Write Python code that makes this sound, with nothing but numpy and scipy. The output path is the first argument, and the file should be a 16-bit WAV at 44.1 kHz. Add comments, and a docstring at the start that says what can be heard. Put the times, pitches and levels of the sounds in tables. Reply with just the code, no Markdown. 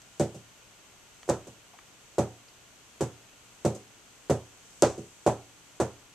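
"""In a small living room a baby bangs a doll's hard, hollow head on the carpeted floor nine times.
Each blow is a short dull knock with a crunch of carpet pile; nearby walls reflect it and the room's
standing waves boom briefly. Now and then the doll flops down again or clacks, and its clothes rustle
as it swings. A few faint, dry ticks sound close to the two small microphones, which add hiss and a
treble ring; a faint hum lies below."""
import sys
import numpy as np
from scipy import signal
from scipy.io import wavfile

SR = 44100
rng = np.random.default_rng(int(sys.argv[2]) if len(sys.argv) > 2 else 0)


def master_out(mix):
    """Clip the mix to full scale and print it as 16-bit PCM to the path in sys.argv[1]."""
    frames = np.transpose(np.atleast_2d(mix))
    ceiling = np.clip(frames, -1, 1)
    pcm = np.round(ceiling * 32767).astype(np.int16)
    wavfile.write(sys.argv[1], SR, pcm)


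N = 270950

# landings of the head on the carpet:
# (time [s], strength [dB], boom [dB], shell resonance at the landing spot [Hz], its lift [dB])
BLOWS = [(0.1989, -2, -1, 1080, -8), (0.345, -26, 7.5, 750, 5.5), (1.279, -24, -12, 750, 13),
         (1.29, -2.5, -3.5, 1360, 6), (1.470, -27, 2.5, 920, 10), (2.1825, -3, 2, 790, 3),
         (3.0077, -3.5, -2.5, 617, -11), (3.6491, -1.5, 0.5, 1480, -5), (3.7481, -21.5, -4, 790, -17),
         (4.2976, -1, 0.5, 1750, 2), (4.824, 4.5, -7.5, 480, 0), (4.978, -28.5, 9.5, 393, 15.5),
         (5.2641, 0, -4, 730, 5), (5.8007, -2, -3, 1450, 3.5)]
RING = SR * 2 // 5  # samples in which one impact dies away
AGE = np.arange(RING) / SR  # seconds since an impact
TOP_HZ = 13900  # upper edge of hiss and crunch


def from_db(db):
    """Amplitude ratio: tenfold for every 20 dB."""
    return 10 ** (np.asarray(db) / 20)


def fade(t60):
    """Exponential decay by 60 dB in t60 seconds."""
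    return np.exp(-np.log(1000) * AGE / t60)


def cut(x, hz, kind="low", order=2):
    """Butterworth filter: a maximally flat passband."""
    sections = signal.butter(order, np.minimum(hz, SR / 2 - 1), kind, fs=SR, output="sos")
    return signal.sosfilt(sections, x)


def resonate(x, hz, width_hz):
    """Second-order resonance with unit gain at its peak."""
    radius = np.exp(-np.pi * width_hz / SR)
    feedback = [1, -2 * radius * np.cos(2 * np.pi * hz / SR), radius ** 2]
    return signal.lfilter(np.array([1, 0, -1]) * (1 - radius ** 2) / 2, feedback, x + 1e-18)


def add(track, start_s, sound):
    """Superposition: a sound sums into the track from start_s on."""
    start = max(round(start_s * SR), 0)
    part = sound[..., :track.shape[-1] - start]
    track[..., start:start + part.shape[-1]] += part


def pan(sound, db):
    """Level difference as a cue to direction: left exceeds right by db."""
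    return sound * from_db([[db / 2], [-db / 2]])


def modes(table, sign=1, spread_db=0):
    """Free vibration: damped modes, unevenly excited; a negative sign starts neighbours in antiphase."""
    return sum(sign ** k * from_db(db + spread_db * rng.standard_normal())
               * fade(t60) * np.cos(2 * np.pi * hz * AGE)
               for k, (hz, db, t60) in enumerate(table))


def burst(t60):
    """Many tiny random contacts sum to decaying noise, here of unit energy."""
    spray = rng.standard_normal(RING) * fade(t60)
    return spray / np.linalg.norm(spray)


def noise_bands(table, size):
    """Partially coherent stereo noise: yields each half-octave band with the table's extra columns."""
    hz, *columns = np.transpose(table)
    edges_hz = np.geomspace(20, 18000, 21)
    run_in = SR // 10  # samples for the filters to settle
    white = rng.standard_normal((2, 2, size + run_in))
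    for k, (low, high) in enumerate(zip(edges_hz, edges_hz[1:])):
        log_centre = np.log(low * high) / 2
        db, *extras, coherence = [np.interp(log_centre, np.log(hz), column) for column in columns]
        mid, side = cut(white[k % 2], [low, high], "band")[:, run_in:]
        in_phase = np.sqrt((1 + coherence) / 2) * mid
        antiphase = np.sqrt((1 - coherence) / 2) * side * [[1], [-1]]
        yield from_db(db) * (in_phase + antiphase), extras


def background(hiss_db=-59):
    """Stationary noise floor: broadband microphone hiss and a faint tonal hum."""
    # hiss spectrum: (frequency [Hz], relative spectral density [dB], left-right coherence [0-1])
    spectrum = [(25, 11, 0.31), (60, 5.5, 0.18), (122, 3, 0.63), (252, 3, 0.76), (500, 1, 0.55),
                (950, 0.5, 0.52), (2070, -2.5, 0.21), (3100, 0.5, 0.47), (4020, -7, 0), (5560, -10.5, 0.11),
                (8640, -15.5, 0.12), (11900, -16, 0), (14000, -14, 0.1)]
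    # steady hum tones: (frequency [Hz], rms level [dB])
    tones = [(120, -77.5), (1410, -77.5)]
    t = np.arange(N) / SR
    hiss = cut(sum(band for band, _ in noise_bands(spectrum, N)), TOP_HZ, order=24)
    hum = sum(from_db(db) * np.sqrt(2) * np.sin(2 * np.pi * hz * t) for hz, db in tones)
    return from_db(hiss_db) * hiss / hiss.std() + hum


def rustle(gain_db=-66.5, lead_s=0.025, half_length_s=0.25, band_hz=(4000, 9000)):
    """Friction noise: the clothes rustle around each full swing, louder on a harder one."""
    t = np.arange(N) / SR
    speed = sum(from_db(db) * np.exp(-((t - time_s + lead_s) / half_length_s) ** 2)
                for time_s, db, *_ in BLOWS if db > -10)  # weaker landings are flops, with no swing
    return from_db(gain_db) * speed * cut(rng.standard_normal((2, N)), band_hz, "band")


def tick(hz, width_hz, t60):
    """Resonant filtering: a faint, dry tick in one band, close to the microphones."""
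    return resonate(resonate(burst(t60), hz, width_hz), hz, width_hz)


def clack(hz=5900, width_hz=3600, top_hz=10500):
    """Impulse response: hard plastic strikes with no cushion and gives one snap, mostly heard direct."""
    snap = resonate(signal.unit_impulse(RING), hz, width_hz)
    return room(cut(snap, top_hz), wet=0.098)


def room(sound, wet=1, wall_cut_hz=3500, build_s=0.0038, tail_db=-30):
    """Reverberation: direct sound, dull early reflections, then a diffuse tail unique to each landing."""
    # first reflections off furniture, walls and ceiling: (delay [s], level [dB])
    echoes = [(.0027, -6), (.0081, -3.5), (.0116, -4), (.0153, -4), (.021, -11), (.0236, -13), (.027, -11),
              (.0332, -9)]
    # diffuse field: (frequency [Hz], relative level [dB], t60 [s], left-right coherence [0-1])
    diffuse_field = [(62, 12, 0.35, 0), (254, -15, 0.39, 0.62), (484, 5.5, 0.22, 0.98),
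                     (1080, 6.5, 0.28, 0.84), (2020, 13.5, 0.22, 0.68), (4120, 24, 0.23, 0.79),
                     (8500, 2.5, 0.44, 0), (15000, -32.5, .18, 0)]
    early = np.zeros(RING)
    for delay_s, db in echoes:
        add(early, delay_s, from_db([db]))
    tail = sum(band * fade(t60) for band, (t60,) in noise_bands(diffuse_field, RING))
    build_up = 1 - np.exp(-(AGE / build_s) ** 2)
    reflections = cut(early, wall_cut_hz, order=1) + from_db(tail_db) * tail * build_up
    return sound + wet * signal.fftconvolve(sound[None], reflections, axes=1)[:, :RING]


def knock(contact_hz, boom_db, spot_hz, spot_db, standing_db=-1, floor_lag_s=0.00201, boom_hz=260):
    """Modal excitation: head and room ring at the impact; the cushioning carpet takes off the treble."""
    # modes of the hollow head, damped by the carpet: (frequency [Hz], level [dB], t60 [s])
    head_modes = [(408.6, -15, 0.021), (556, -18, 0.0094), (1230, -40, 0.014)]
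    # standing waves of floor and room: (frequency [Hz], level [dB], t60 [s])
    room_modes = [(67, -43, 0.13), (85.5, -31.5, 0.31), (115.5, -26.5, 0.36), (126.2, -25.5, 0.25),
                  (146.9, -22.5, 0.19), (184, -29.5, 0.26), (211.6, -24.5, 0.22), (254, -23, 0.18),
                  (289, -42.5, 0.6), (336, -23, 0.24), (378, -31.5, 0.35), (403.5, -22, 0.22),
                  (411.5, -36.5, 0.35), (469, -30.5, 0.29), (483.4, -31, 0.26), (525.4, -21.5, 0.22),
                  (570.6, -19, 0.19), (600, -22, 0.073), (700, -62, 0.43), (733, -24, 0.12),
                  (747, -31, 0.41), (865, -21.5, 0.08), (997, -24.5, 0.22), (1183, -56, 0.31)]
    sound = room(-modes(head_modes, spread_db=1.0))
    # the weight of the arm behind a blow feeds the lowest waves
    waves = [(hz, db + boom_db / (1 + (hz / boom_hz) ** 4), t60) for hz, db, t60 in room_modes]
    add(sound, floor_lag_s, from_db(standing_db) * modes(waves, sign=-0.951, spread_db=2.1))
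    shell = resonate(sound, spot_hz, width_hz=0.43 * spot_hz)
    return cut(sound + (from_db(spot_db) - 1) * shell, contact_hz)


def crunch(t60=0.084, low_hz=1900, soft_hz=8300, grain_db=4, wash_db=4, wash_t60=0.22, build_s=0.0058):
    """Granular noise: pile and clothes crush in uneven grains, which the room smears into a wash."""
    grains = burst(t60) * from_db(grain_db * rng.standard_normal(RING))
    build_up = 1 - np.exp(-(AGE / build_s) ** 2)
    wash = np.array([burst(wash_t60), burst(wash_t60)]) * build_up
    sound = grains / np.linalg.norm(grains) + from_db(wash_db) * wash
    treble = cut(sound, low_hz, "high", order=1)
    return cut(cut(treble, soft_hz), TOP_HZ, order=12)


def blow(db, boom_db, spot_hz, spot_db):
    """Nonlinear contact: a harder landing squashes the pile further, so its knock is brighter."""
    contact_hz = 855 * from_db(0.22 * db)
    crunch_db = -13 + 0.64 * db  # the crunch grows more slowly than the knock
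    thud = from_db(db) * knock(contact_hz, boom_db, spot_hz, spot_db)
    return pan(thud, db=-3.35) + from_db(crunch_db) * crunch()


def scene():
    """Superposition: the noise floor, a few close ticks, and the doll's rustle, clacks and blows."""
    # sharp plastic clacks: (time [s], strength [dB])
    clacks = [(0.1972, -14.5), (1.298, -11.5), (4.8227, 1), (4.902, -25)]
    # faint, dry ticks: (time [s], strength [dB], centre [Hz], bandwidth [Hz], t60 [s])
    ticks = [(0.018, -30.5, 4500, 6000, 0.035), (1.231, -10.5, 1100, 1710, 0.0098),
             (1.733, -6.5, 780, 300, 0.11), (1.788, -14.5, 1300, 1400, 0.028),
             (2.484, -22, 4570, 900, 0.035)]
    out = background() + rustle()
    for time_s, *landing in BLOWS:
        add(out, time_s, blow(*landing))
    snap = pan(clack(), db=5)
    for time_s, db in clacks:
        add(out, time_s, from_db(db) * snap)
    for time_s, db, hz, width_hz, t60 in ticks:
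        add(out, time_s, from_db(db) * tick(hz, width_hz, t60))
    return out


def record(dry, low_cut_hz=45, high_cut_hz=16100):
    """Port resonance: each microphone rings at its own treble pitch; rumble and the very top are cut."""
    # left and right ports: (resonance [Hz], bandwidth [Hz], ring gain [dB], sensitivity [dB])
    ports = [(7740, 960, 12, 2.5), (6440, 1040, 12.5, 0.5)]
    heard = [from_db(db) * (channel + from_db(ring_db) * resonate(channel, hz, width_hz))
             for channel, (hz, width_hz, ring_db, db) in zip(dry, ports)]
    return cut(cut(np.array(heard), low_cut_hz, "high"), high_cut_hz, order=24)


dry = scene()
out = record(dry)
master_out(out)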